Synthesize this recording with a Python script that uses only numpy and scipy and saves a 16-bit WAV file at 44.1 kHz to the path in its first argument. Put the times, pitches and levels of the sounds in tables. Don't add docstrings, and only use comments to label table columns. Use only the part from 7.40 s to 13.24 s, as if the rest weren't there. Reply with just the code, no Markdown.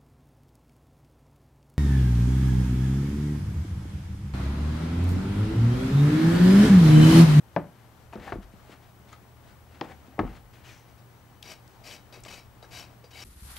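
import sys
import numpy as np
from scipy import signal
from scipy.fft import rfft, irfft, next_fast_len
from scipy.io import wavfile

SR = 44100
rng = np.random.default_rng(int(sys.argv[2]) if len(sys.argv) > 2 else 0)


def wav_record(signal):
    frames = np.transpose(np.atleast_2d(signal))
    bounded = np.clip(frames, -1, 1)
    quanta = np.round(bounded * 32767).astype(np.int16)
    wavfile.write(sys.argv[1], SR, quanta)


def gain_from_decibels(decibels):
    exponent = np.asarray(decibels, float) / 20
    return 10 ** exponent


N = 257544

# [start t/s, swell t/s, fade t/s, grind level/dB, hoof level/dB]
RASP_STROKES = [(3.475, 0.014, 0.028, -60, -69), (3.57, 0.011, 0.025, -61, -74),
                (4.031, 0.081, 0.036, -41, -53.5), (4.15, .02, 0.054, -64, -71),
                (4.295, 0.017, 0.023, -61, -79), (4.435, 0.047, 0.024, -41, -56),
                (4.49, 0.034, 0.054, -41.5, -56), (4.722, 0.01, 0.067, -46.5, -54),
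                (4.836, .002, .012, -49, -60), (4.849, .003, 0.011, -47, -62),
                (4.858, 0.0036, 0.019, -44.5, -48), (4.877, 0.0073, 0.015, -42, -59),
                (4.894, 0.02, 0.0097, -42, -48.5), (4.918, 0.017, 0.053, -42.5, -55.5),
                (4.968, 0.013, .014, -53, -60), (4.985, .015, 0.042, -56.5, -64),
                (5.224, 0.0092, 0.029, -50.5, -49), (5.305, 0.043, 0.07, -41, -58),
                (5.36, 0.04, 0.054, -45, -61), (5.635, 0.008, 0.028, -53, -62),
                (5.705, .01, 0.026, -48.5, -61), (5.73, 0.01, 0.015, -49.5, -62),
                (5.745, 0.062, 0.09, -40.5, -56.5)]
# [f/Hz, level/dB per Hz]
GRIND_TONE = [(760, -7.5), (1300, -8), (1740, -6.5), (2700, -0.5), (3530, -6), (4690, -3), (5700, -8.5),
              (7000, -9.5), (9800, -16), (12300, -13), (14400, -23), (15800, -32)]
# [f/Hz, level/dB per Hz]
HOOF_TONE = [(120, -9), (200, -4.5), (483, -3.5), (705, 3), (1010, -8.5), (1290, -9), (1800, -22),
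             (2340, -11.5), (3960, -120)]
# [f/Hz, width f/Hz, level/dB]
BAR_MODES = [(1615, 25, -5), (2250, 60, -2), (2550, 50, -4), (3008, 28, -1), (3866, 28, -1), (4640, 40, -8),
             (4768, 30, -1), (5524, 30, -4), (5741, 28, -1), (6660, 40, -12), (6920, 40, -13),
             (7850, 45, -12), (8170, 50, -15), (11600, 70, -16)]
# [t/s, mode f/Hz, peak level/dB, t60 t/s]
TOOTH_CATCHES = [(4.059, 2220, -53.6, 0.07), (4.076, 5741, -43, 0.045), (4.091, 3850, -54, 0.11),
                 (4.092, 4768, -48, 0.04), (4.099, 5524, -53.1, 0.058), (4.101, 5741, -44, 0.049),
                 (4.107, 3008, -51, 0.091), (4.107, 2250, -49, 0.077), (4.115, 4800, -60, 0.051),
                 (4.453, 4800, -55.4, 0.148), (4.472, 5570, -50.9, 0.071), (4.472, 5741, -46, 0.078),
                 (4.489, 4700, -48, 0.04), (4.503, 4720, -51, 0.046), (4.519, 3008, -41, 0.04),
                 (4.533, 2530, -44, 0.04), (4.843, 7850, -55, 0.048), (4.859, 4700, -54.5, 0.04),
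                 (4.882, 2550, -50, 0.095), (4.882, 3008, -44, 0.04), (4.901, 2990, -53, 0.157),
                 (4.91, 4768, -57, 0.036), (5.226, 3866, -53.5, 0.1), (5.243, 1615, -48, 0.046),
                 (5.327, 4840, -51, 0.07), (5.346, 3800, -51.5, 0.04), (5.348, 4800, -55, 0.3),
                 (5.357, 5741, -46, 0.067), (5.359, 3040, -53, 0.089), (5.373, 1615, -49.5, 0.12),
                 (5.375, 2180, -59, 0.04), (5.384, 5741, -43, 0.04), (5.39, 4768, -49.8, 0.04),
                 (5.391, 2550, -47.7, 0.058), (5.404, 5524, -40, 0.044), (5.731, 3008, -47, 0.04),
                 (5.75, 3900, -52.7, 0.061), (5.755, 2220, -40.5, 0.046), (5.769, 4768, -48.5, 0.11),
                 (5.772, 2980, -51, 0.135), (5.776, 3866, -44, 0.04), (5.78, 2230, -45, 0.036),
                 (5.8, 3820, -45, 0.04), (5.802, 5524, -52, 0.04), (5.802, 5741, -54.8, 0.04),
                 (5.811, 3008, -53, 0.049), (5.82, 5550, -45, 0.092), (5.819, 5800, -52.2, 0.085)]
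# [t/s, mode f/Hz, peak level/dB, t60 t/s]
LIFT_OFF_RINGS = [(4.036, 5741, -57, .15), (4.125, 4768, -60, 0.11), (4.13, 6660, -66, .1),
                  (4.437, 4768, -55, .1), (4.508, 5741, -55, .12), (4.553, 5741, -56, 0.073),
                  (4.557, 3866, -61, 0.14), (4.591, 3866, -64, .15), (4.733, 5741, -63, 0.34),
                  (4.738, 4768, -58, 0.12), (4.727, 3866, -56, 0.15), (4.732, 7850, -68, 0.11),
                  (4.737, 2550, -57, 0.2), (4.851, 5741, -58, .15), (4.924, 2550, -50, 0.14),
                  (4.929, 6660, -61, 0.25), (4.978, 3866, -61, .1), (4.997, 3866, -61, .12),
                  (4.99, 5524, -63, .2), (5.025, 5524, -66, 0.21), (5.226, 4768, -57, .07),
                  (5.232, 5741, -64, .15), (5.644, 4768, -61.5, 0.16), (5.703, 5741, -63, 0.11),
                  (5.72, 3866, -56.5, .2)]
# [t/s, peak level/dB, crack level/dB, joist thump level/dB, contact f/Hz]
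HOOF_BLOWS = [
    (0.1628, -12, -10.5, -18, 3960),
    (0.9211, -21, -11, 5.5, 4440),
    (2.4115, -20.5, 0, -18, 4950),
    (2.7909, -13, -18, 3, 3630),
]
# [f/Hz, level/dB, t60 t/s]
BOARD_MODES = [
    [(165.4, -5.5, 0.4), (319, -4.5, 0.22), (371, -8.5, 0.28), (578, -4, 0.18), (633, 2.5, 0.083),
     (966, -9, 0.16), (1230, -15, 0.25), (1566, -17.5, 0.33), (1972, -18, .14)],
    [(380, 4, 0.081), (590, -3.5, 0.082), (698, -0.5, 0.094), (938, -13, 0.14), (1130, -13.5, 0.36),
     (1760, -9, .08)],
    [(161, -3, 0.085), (319, 1, 0.17), (644, -1, 0.13), (900, -2, 0.065), (1460, -18, 0.11)],
    [(155.4, -9.5, 0.43), (228.4, -12, 0.37), (316.5, 0, 0.27), (1360, -24, 0.14), (624, -7, 0.1),
     (716, 11.5, 0.018), (846, -7, 0.11), (1030, -13, 0.12), (1965, -12, .12)],
]
# [f/Hz, level/dB per Hz]
FLOOR_RATTLES = [
    [(59, -35), (100, -10), (183, -7.5), (475, -12.5), (590, -5.5), (1540, -10), (4000, -50), (5200, -80),
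     (8800, -120)],
    [(59, -30), (100, -9.5), (923, -12), (2160, -8.5), (2370, -28), (2980, -30), (4000, -44), (5200, -69),
     (8800, -120)],
    [(59, -35), (100, -16), (328, -16), (513, -14.5), (760, -7), (1300, -17), (4000, -26), (5200, -57),
     (8800, -120)],
    [(59, -38), (100, -11), (328, -9), (563, -14), (868, -6.5), (1500, -8.5), (4000, -42), (5200, -79),
     (8800, -120)],
]
# [f/Hz, t60 t/s]
RATTLE_DECAY = [(120, 1), (400, 0.41), (1000, 0.13), (3000, 0.064)]
# [f/Hz, level/dB, t60 t/s]
JOIST_MODES = [(44.8, -18.5, 0.45), (108.7, -9.5, 0.11), (61.6, -11.5, 0.14)]
# [t/s, peak level/dB, low f/Hz, high f/Hz]
EDGE_CLICKS = [
    (0.1626, -34.5, 2200, 5400),
    (2.4112, -28.5, 2400, 5400),
    (2.791, -33, 1300, 2700),
]
# [t/s, peak level/dB, pitch f/Hz, t60 t/s]
WOOD_TAPS = [(0.7335, -36, 698, 0.068), (0.756, -31.5, 217, 0.15), (0.785, -38, 350, 0.097),
             (0.812, -41, 200, 0.062), (0.8775, -33.5, 798, 0.13), (0.957, -29, 334, 0.038),
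             (0.984, -35, 201, 0.1), (1.137, -40.5, 207, 0.038), (1.295, -42, 322, 0.03),
             (1.73, -41, 1260, 0.073), (2.449, -52, 202, 0.041), (2.509, -46.5, 393, 0.08),
             (2.682, -45, 259, 0.13), (2.85, -27, 245, 0.059), (2.875, -45, 260, 0.04),
             (3.136, -61, 766, 0.056), (4.4165, -47, 630, 0.038), (5.227, -50, 594, 0.097),
             (5.6415, -41.5, 483, 0.038), (2.783, -31, 485, 0.035), (0.878, -37, 1817, 0.081),
             (0.892, -37, 745, 0.056), (0.7595, -33, 523, 0.046), (0.179, -26.5, 336, 0.018),
             (0.9275, -32, 937, .03), (0.9305, -30.5, 630, 0.02), (0.9445, -35, 300, .025),
             (2.4085, -42, 400, 0.023), (2.4165, -27.5, 643, 0.067), (2.493, -45, 774, 0.067),
             (4.775, -45.5, 380, 0.07), (2.7985, -17.5, 420, 0.019), (2.8055, -29, 393, 0.057),
             (2.833, -31, 416, 0.05), (0.1662, -18, 620, 0.03), (2.931, -46.5, 790, 0.027)]
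# [t/s, peak level/dB, low f/Hz, high f/Hz]
STEEL_TICKS = [(0.727, -45, 2400, 3100), (0.7555, -45, 3000, 5200), (1.7283, -46.5, 5930, 7050),
               (2.4125, -50, 2000, 3970), (2.4115, -50, 6300, 7100), (0.1665, -39, 1800, 3200),
               (2.791, -47, 3220, 5600), (2.422, -43, 2500, 5400), (2.7962, -38, 3200, 4700),
               (4.0264, -38, 2950, 14000), (4.0281, -33, 2540, 5600), (4.0296, -35, 3500, 14000),
               (4.278, -43.5, 3050, 9200), (4.7262, -45, 2200, 5000), (4.805, -46, 7500, 13200),
               (4.836, -40.5, 4730, 10000), (4.8375, -36, 5500, 9000), (4.8506, -34.5, 2200, 6500),
               (4.8605, -43, 900, 4000), (5.226, -48, 3020, 5960), (0.9213, -41, 2500, 5200),
               (0.9246, -36, 1500, 3800), (2.4375, -46, 1500, 4200), (2.783, -47, 1000, 3000),
               (2.828, -50, 1200, 3500), (2.852, -45, 1200, 3000), (2.8768, -40, 900, 2800),
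               (2.953, -46, 1500, 3000), (4.885, -39, 1800, 6000), (4.9105, -40, 1000, 4000),
               (5.644, -52, 4000, 5000), (4.512, -33.5, 1810, 4000)]
# [start t/s, swell t/s, fade t/s, dull level/dB, bright level/dB]
SOLE_SCUFFS = [(0.168, 0.022, 0.052, -45.5, -64), (0.925, 0.0073, 0.024, -62, -51),
               (2.797, 0.0058, 0.024, -60, -53), (0.98, 0.018, 0.038, -62, -74),
               (0.33, 0.054, 0.054, -60, -59), (0.723, 0.013, 0.021, -43, -48.5),
               (0.756, 0.02, 0.037, -48.5, -71), (0.795, 0.1, 0.017, -46, -66),
               (0.845, 0.065, .008, -62, -59), (1.015, 0.017, 0.018, -61, -52.5),
               (1.11, 0.019, 0.045, -68, -59), (1.25, 0.073, 0.053, -52.5, -51.5),
               (1.40, .04, 0.07, -70, -59.5), (1.67, 0.022, 0.044, -80, -53.5),
               (1.715, 0.019, 0.016, -53.5, -49), (2.02, 0.068, .06, -65, -57.5),
               (2.26, 0.096, 0.045, -56, -55.5), (2.43, 0.016, 0.022, -43.5, -51),
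               (2.47, 0.05, 0.015, -45, -51), (2.65, .02, 0.022, -63, -57), (2.70, 0.04, 0.018, -54, -64),
               (2.83, 0.046, 0.06, -49.5, -59.5), (2.89, 0.075, .025, -59, -53.5)]
# [f/Hz, level/dB per Hz]
DULL_TONE = [(88, -31), (150, 2), (561, -5.5), (752, -1.5), (1080, -10), (1780, -13), (2500, -22),
             (3250, -30), (5500, -120)]
# [f/Hz, level/dB per Hz]
BRIGHT_TONE = [(760, -33), (1300, -5), (1780, -5.5), (2050, -5), (3550, -8), (3860, -8.5), (12000, -24.5),
               (15600, -63)]
# [start t/s, swell t/s, fade t/s, level/dB]
WIPES = [
    (0.795, 0.109, .007, -52.5),
    (3.13, 0.0096, 0.084, -57),
    (3.238, 0.072, 0.059, -52.5),
]
# [f/Hz, level/dB per Hz]
WIPE_TONE = [(410, -2.5), (700, -4.5), (1200, -5), (1800, -1.5), (2500, -2.5), (3300, -6), (4500, -10.5),
             (5800, -15.5), (7000, -16.5), (9000, -23), (13000, -23)]
# [start t/s, swell t/s, fade t/s, level/dB]
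LEATHER_SQUEAK = [
    (3.25, 0.047, 0.038, -52.5),
]
# [start t/s, swell t/s, fade t/s, level/dB]
CUFF_SWISH = [
    (3.25, 0.06, .12, -63),
]
# [f/Hz, width f/Hz, level/dB]
MACHINE_HUM = [(118.9, 4.7, -55.5)]
# [t/s, level/dB]
DRONE_LEVEL = [(0.0, -62), (0.32, -65.5), (0.88, -55.5), (1.09, -60), (1.36, -62), (2.26, -58), (3.33, -65),
               (3.48, -73), (5.84, -59.5)]
# [start t/s, swell t/s, fade t/s, level/dB]
WIND_GUSTS = [
    (0.6, 0.34, 0.14, -49),
    (1.8, 0.29, .3, -72),
    (2.78, 0.054, 0.12, -41),
    (3.8, 0.35, .3, -76),
    (4.3, .19, 0.23, -66),
    (4.76, 0.034, 0.52, -57),
    (5.6, 0.32, .2, -75),
]
# [f/Hz, level/dB]
MOTOR_WHINE = [(3031, -82), (5970, -89.5), (6029, -86), (8969, -89)]
# [t/s, level/dB]
WHISTLE_LEVEL = [(0, -95), (1.185, -95), (1.19, -77), (5.84, -77)]
# [f/Hz, level/dB per Hz]
AIR_TONE = [(12, -49), (20, -12), (48, -15), (65, -4.5), (122, -4.5), (149, -8.5), (258, -12.5),
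            (483, -16.5), (534, -17), (777, -14.5), (2650, -29), (8000, -37), (10400, -104), (17600, -120)]
# [f/Hz, likeness 0..1]
PORT_LIKENESS = [(60, 0.13), (130, 0.64), (290, 0.86), (640, 0.55), (1410, 0.42), (3100, 0.29),
                 (6820, 0.25), (15000, 1)]
# [f/Hz, level/dB]
PORT_BALANCE = [(60, 33), (110, -2), (200, 0.5), (380, 3.5), (700, 3.5), (1290, 6.5), (2380, 8), (4400, 6),
                (8120, 5), (15000, 1)]
# [f/Hz, level/dB per Hz]
MIC_HISS = [(6000, -20), (8500, -3), (11200, -3.5), (11600, 0), (13300, -1.5), (14000, -5), (15300, -5.5),
            (15900, -4)]

STROKE_ENTRY_DB, STROKE_BEND = 10.5, 1.63
BAR_RING_DB, BAR_DAMPING = -13.5, 0.11
SURGE_DB, SURGES_PER_S = 0.23, 16
CATCH_RISE_S = 0.002
WAVE_SPREAD_S, WAVE_LENGTH_S, BODY_LAG_S = 0.000805, 0.00093, 0.00068
RATTLE_DB = -14
SCUFF_ENTRY_DB, SCUFF_BEND = 13, 0.94
TOUCH_S, FADE_DB = 0.004, 10
SQUEAK_HZ, SQUEAK_FALL_HZ_PER_S = 3100, 15000
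SWISH_HZ, SWISH_WIDTH_HZ = 5800, 1000
DRONE_HZ, WHISTLE_HZ = 77.6, 15699
AIR_DB, HISS_DB, BREEZE_DB = -54, -68, -72
MIC_TOP_HZ = 15770


def rasp():
    pressure, hoof = gestures(RASP_STROKES, STROKE_ENTRY_DB, STROKE_BEND)
    grind_db = 20 * np.log10(pressure)
    unevenness_db = 1.0 * drift(120) + SURGE_DB * drift(SURGES_PER_S)
    bites = grains(9000, spread_db=2.0) * gain_from_decibels(unevenness_db)
    grind = colour(bites, GRIND_TONE)
    top = filtered(grind, 1, 5000, "high")
    light = 1 - gain_from_decibels(np.minimum(0.8 * (grind_db + 46), 0))
    direct = gain_from_decibels(grind_db - 8.5) * (grind - light * top)
    thud = gain_from_decibels(-0.7) * hoof * colour(bites, HOOF_TONE)
    undamped_db = np.clip(-BAR_DAMPING * (grind_db + 48.0), 0, 8.0)
    force = gain_from_decibels(grind_db + BAR_RING_DB + undamped_db) * bites
    bar = 0
    for hz, width_hz, level_db in BAR_MODES:
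        grip = gain_from_decibels(3.0 * drift(18))
        bar = bar + gain_from_decibels(level_db) * resonance(force * grip, hz, 2.2 * width_hz)
    return direct + thud + rms_one(bar) * np.sqrt(np.mean(force ** 2))


def singing_bar():
    out, t = np.zeros(N), np.arange(SR // 4) / SR
    modes = np.array(BAR_MODES)[:, 0]
    for s, near_hz, peak_db, t60 in TOOTH_CATCHES + LIFT_OFF_RINGS:
        hz = modes[np.argmin(np.abs(modes - near_hz))]
        decay = gain_from_decibels(peak_db + 2.5 - 60 * t / max(t60, 0.03))
        rise = 1 - np.exp(-t / CATCH_RISE_S)
        add(out, s, decay * rise * np.sin(2 * np.pi * hz * t))
    return out


def hoof_blows():
    out, t = np.zeros(N), np.arange(SR // 2) / SR
    for blow, modes, spectrum in zip(HOOF_BLOWS, BOARD_MODES, FLOOR_RATTLES):
        s, peak_db, crack_db, thump_db, contact_hz = blow
        knock = boards(modes, t) + gain_from_decibels(crack_db) * plank_crack(contact_hz, t)
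        knock = filtered(knock, 6, min(contact_hz, 9000), "low")
        rattle = gain_from_decibels(RATTLE_DB) * floor_rattle(spectrum, t) * np.minimum(t / WAVE_LENGTH_S, 1)
        contact = filtered(knock + rattle, 2, 110, "high")
        add(out, s, gain_from_decibels(peak_db) * (contact + joist_thump(thump_db, t)))
    return out


def boards(modes, t):
    push = np.sin(np.pi * np.clip((t - BODY_LAG_S) / 0.00067, 0, 1)) / 19
    return sum(gain_from_decibels(level_db - 8.0) * ring(push, hz, min(0.5 * t60, 0.2)) for hz, level_db, t60 in modes)


def plank_crack(contact_hz, t):
    chatter = rng.standard_normal(len(t)) * np.exp(-t / 0.00033)
    turns = 1.56 * contact_hz * WAVE_SPREAD_S * t / (t + WAVE_SPREAD_S)
    age = t / WAVE_LENGTH_S
    chirp = np.sin(2 * np.pi * turns) * age * np.exp(1 - age ** 2)
    return 0.33 * signal.lfilter([0.3], [1, -0.7], chatter) + 0.43 * chirp


def floor_rattle(spectrum, t):
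    out, edges = 0, 90 * 2 ** np.arange(0, 6.1, 0.5)
    for low, high in zip(edges, edges[1:]):
        hz = np.sqrt(low * high)
        fade_db = -60 * t / at_hz(RATTLE_DECAY, hz)
        swell = 1 - np.exp(-t * hz / 1.3)
        envelope = (gain_from_decibels(4.7 * fade_db) + 0.1 * gain_from_decibels(fade_db)) * swell
        noise = filtered(rng.standard_normal(len(t)), 2, [low, high], "band")
        out = out + gain_from_decibels(at_hz(spectrum, hz)) * noise * envelope
    return out / np.sqrt(np.mean(out[:900] ** 2))


def joist_thump(thump_db, t):
    swell = 1 - np.exp(-(t / 0.019) ** 2)
    return swell * sum(gain_from_decibels(thump_db + level_db - 60 * t / t60) * np.sin(2 * np.pi * hz * t)
                       for hz, level_db, t60 in JOIST_MODES)


def edge_clicks():
    out, click = np.zeros(N), signal.unit_impulse(SR // 4)
    for s, peak_db, low_hz, high_hz in EDGE_CLICKS:
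        crack = filtered(click, 5, [low_hz, high_hz], "band")
        add(out, s, gain_from_decibels(peak_db) * crack / np.max(np.abs(crack)))
    return out


def wood_taps():
    out, click = np.zeros(N), signal.unit_impulse(SR // 4)
    spread = rng.normal(0, 1, (len(WOOD_TAPS), 4))
    for (s, peak_db, hz, t60), chance in zip(WOOD_TAPS, spread):
        cluster = ring(click, hz, t60)
        for c in chance:
            cluster = cluster + 0.5 * ring(click, hz * 2 ** (0.57 * c), 0.5 * t60)
        add(out, s, gain_from_decibels(peak_db - 2.5) * filtered(cluster, 2, [0.76 * hz, 4.4 * hz], "band"))
    return out


def steel_ticks():
    out, click = np.zeros(N), signal.unit_impulse(600)
    fade = np.exp(-np.arange(600) / SR / 0.0018)
    for s, peak_db, low_hz, high_hz in STEEL_TICKS:
        burst = rng.standard_normal(600) * fade + 6.1 * click
        tick = filtered(signal.lfilter([1], [1, -0.9], burst), 3, [low_hz, high_hz], "band")
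        add(out, s, gain_from_decibels(peak_db) * tick / np.max(np.abs(tick)))
    return out


def scuffs():
    dull, bright = gestures(SOLE_SCUFFS, SCUFF_ENTRY_DB, SCUFF_BEND)
    grit = grains(12000, spread_db=2.0) * gain_from_decibels(1.2 * drift(28))
    soles = gain_from_decibels(-1.0) * dull * colour(grit, DULL_TONE) + gain_from_decibels(-7.0) * bright * colour(grit, BRIGHT_TONE)
    wipes = gestures(WIPES, entry_db=4.0, bend=0.72)[0] * colour(grit, WIPE_TONE)
    return soles + wipes


def glove():
    since = np.arange(N) / SR - LEATHER_SQUEAK[0][0]
    hz = np.clip(SQUEAK_HZ - SQUEAK_FALL_HZ_PER_S * since, 100, 9000)
    squeak = drift(150) * tone(hz)
    swish = resonance(rng.standard_normal(N), SWISH_HZ, SWISH_WIDTH_HZ)
    squeak = gestures(LEATHER_SQUEAK, entry_db=6.0, bend=1.7)[0] * squeak
    return squeak + gestures(CUFF_SWISH, entry_db=2.0, bend=2.1)[0] * swish


def placed(x, left_db, corner_hz):
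    low = filtered(x, 1, corner_hz, "low")
    high = x - low
    return np.array([low + gain_from_decibels(left_db * 0.42) * high, low + gain_from_decibels(-left_db * 0.44) * high])


def porch(x, t60, dull_hz):
    size = next_fast_len(N + SR)
    w = 2 * np.pi * np.fft.rfftfreq(size)
    wave, out = rfft(x, size), np.zeros((2, size // 2 + 1), complex)
    dull = 1 / (1 + 1j * w * SR / (2 * np.pi * dull_hz))
    for k, lag in enumerate(rng.uniform(0.006, 0.03, 12) * SR):
        loop = gain_from_decibels(-60 * lag / SR / t60) * dull * np.exp(-1j * w * lag)
        out[k % 2] += wave * loop / (1 - loop) * (-1) ** (k // 2)
    return irfft(out, size)[:, :N]


def far_machine():
    out = gain_from_decibels(curve(DRONE_LEVEL) + 3.0 + 2.9 * drift(6.6)) * tone(DRONE_HZ + 1.41 * drift(3.5))
    for hz, width_hz, db in MACHINE_HUM:
        out = out + gain_from_decibels(db + 1.0 + drift(6.7)) * tone(hz + 0.29 * width_hz * drift(4.2))
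    return out


def wind():
    rumble = filtered(rng.standard_normal((2, N)), 2, [28, 62], "band")
    rumble = rms_one(rumble + 1.0 * rumble[0])
    strength = gain_from_decibels(BREEZE_DB) + gestures(WIND_GUSTS, entry_db=23, bend=0.93)[0]
    return gain_from_decibels(1.0) * strength * rumble


def electronics():
    whine = sum(gain_from_decibels(db) * resonance(rng.standard_normal(N), hz, width_hz=14) for hz, db in MOTOR_WHINE)
    whistle = gain_from_decibels(curve(WHISTLE_LEVEL) + 4.5) * np.sin(2 * np.pi * WHISTLE_HZ * np.arange(N) / SR)
    return whine + whistle * gain_from_decibels([[1.5], [-1.5]])


def air():
    leaves = gain_from_decibels(AIR_DB + 0.92 * drift(5.3)) * stereo_noise(AIR_TONE, likeness=1.07)
    return leaves + gain_from_decibels(HISS_DB) * stereo_noise(MIC_HISS, likeness=0.7)


def stereo_noise(spectrum, likeness):
    hz = np.maximum(np.fft.rfftfreq(N, 1 / SR), 1)
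    alike = np.clip(likeness * at_hz(PORT_LIKENESS, hz), 0, 1)
    tilt_db = np.clip(at_hz(PORT_BALANCE, hz), -4, 8) / 2
    mid, side = rfft(rng.standard_normal((2, N))) * gain_from_decibels(at_hz(spectrum, hz))
    both = np.sqrt(1 + alike) * mid + np.sqrt(1 - alike) * side * [[1], [-1]]
    return rms_one(irfft(both * gain_from_decibels([tilt_db, -tilt_db]), N))


def gestures(rows, entry_db, bend):
    out = np.full((len(rows[0]) - 3, N), 1e-6)
    for start, swell, fade, *levels_db in rows:
        swell, fade, first = max(swell, 0.002), max(fade, 0.002), round(start * SR)
        t = np.arange(min(int((swell + 8 * fade) * SR), N - first)) / SR
        swelling_db = entry_db * np.abs(1 - t / swell) ** bend
        fading_db = FADE_DB * np.abs((t - swell) / fade) ** bend
        loss_db = np.where(t < swell, swelling_db, fading_db)
        out[:, first:first + len(t)] += gain_from_decibels(np.c_[levels_db] - loss_db) * np.minimum(t / TOUCH_S, 1)
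    return out


def grains(per_s, spread_db):
    sizes = gain_from_decibels(spread_db * np.minimum(rng.exponential(1, N), 5)) * rng.choice([-1, 1], N)
    return rms_one(sizes * (rng.random(N) < per_s / SR))


def drift(rate):
    r = np.exp(-80 * np.pi * rate / SR)
    slow = signal.lfilter([1], [1, -2 * r, r * r], rng.standard_normal(N // 40 + 2002))[2000:]
    return np.interp(np.arange(N) / 40, np.arange(len(slow)), rms_one(slow))


def ring(clicks, hz, t60):
    r, w = gain_from_decibels(-60 / (t60 * SR)), 2 * np.pi * hz / SR
    return signal.lfilter([0, np.sin(w)], [1, -2 * r * np.cos(w), r * r], clicks + 1e-18)


def resonance(x, hz, width_hz):
    r, w = np.exp(-np.pi * width_hz / SR), 2 * np.pi * hz / SR
    return rms_one(signal.lfilter([1, 0, -1], [1, -2 * r * np.cos(w), r * r], x))


def tone(hz):
    return np.sin(2 * np.pi * np.cumsum(hz) / SR)


def filtered(x, order, hz, kind):
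    return signal.sosfilt(signal.butter(order, hz, kind, fs=SR, output="sos"), x)


def colour(x, spectrum):
    hz = np.maximum(np.fft.rfftfreq(N, 1 / SR), 1)
    return rms_one(irfft(rfft(x) * gain_from_decibels(at_hz(spectrum, hz)), N))


def at_hz(points, hz):
    points = np.array(points)
    return np.interp(np.log(hz), np.log(points[:, 0]), points[:, 1])


def curve(rows):
    return np.interp(np.arange(N) / SR, *np.transpose(rows))


def rms_one(x):
    return x / np.sqrt(np.mean(x ** 2) + 1e-20)


def add(out, s, piece):
    i = round(s * SR)
    out[i:i + len(piece)] += piece[:N - i]


def scene():
    slide = rasp() + singing_bar() + scuffs() + glove()
    wood = hoof_blows() + edge_clicks() + wood_taps() + steel_ticks()
    echo = gain_from_decibels(-25.5) * porch(wood + 1.12 * slide, t60=0.28, dull_hz=5000)
    shared = echo[0] + echo[1]
    near = placed(wood + shared, left_db=8.0, corner_hz=546) + placed(slide, left_db=7.5, corner_hz=436)
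    return near + 1.1 * echo + far_machine() + wind() + electronics() + air()


def roll_off(x):
    return signal.sosfilt(signal.butter(12, 16460, fs=SR, output="sos"), x)


def record(dry):
    cut = filtered(dry, 1, 25, "high")
    mix = signal.sosfilt(signal.ellip(14, 0.5, 60, MIC_TOP_HZ, fs=SR, output="sos"), cut)
    return roll_off(mix)


dry = scene()
out = record(dry)
wav_record(out)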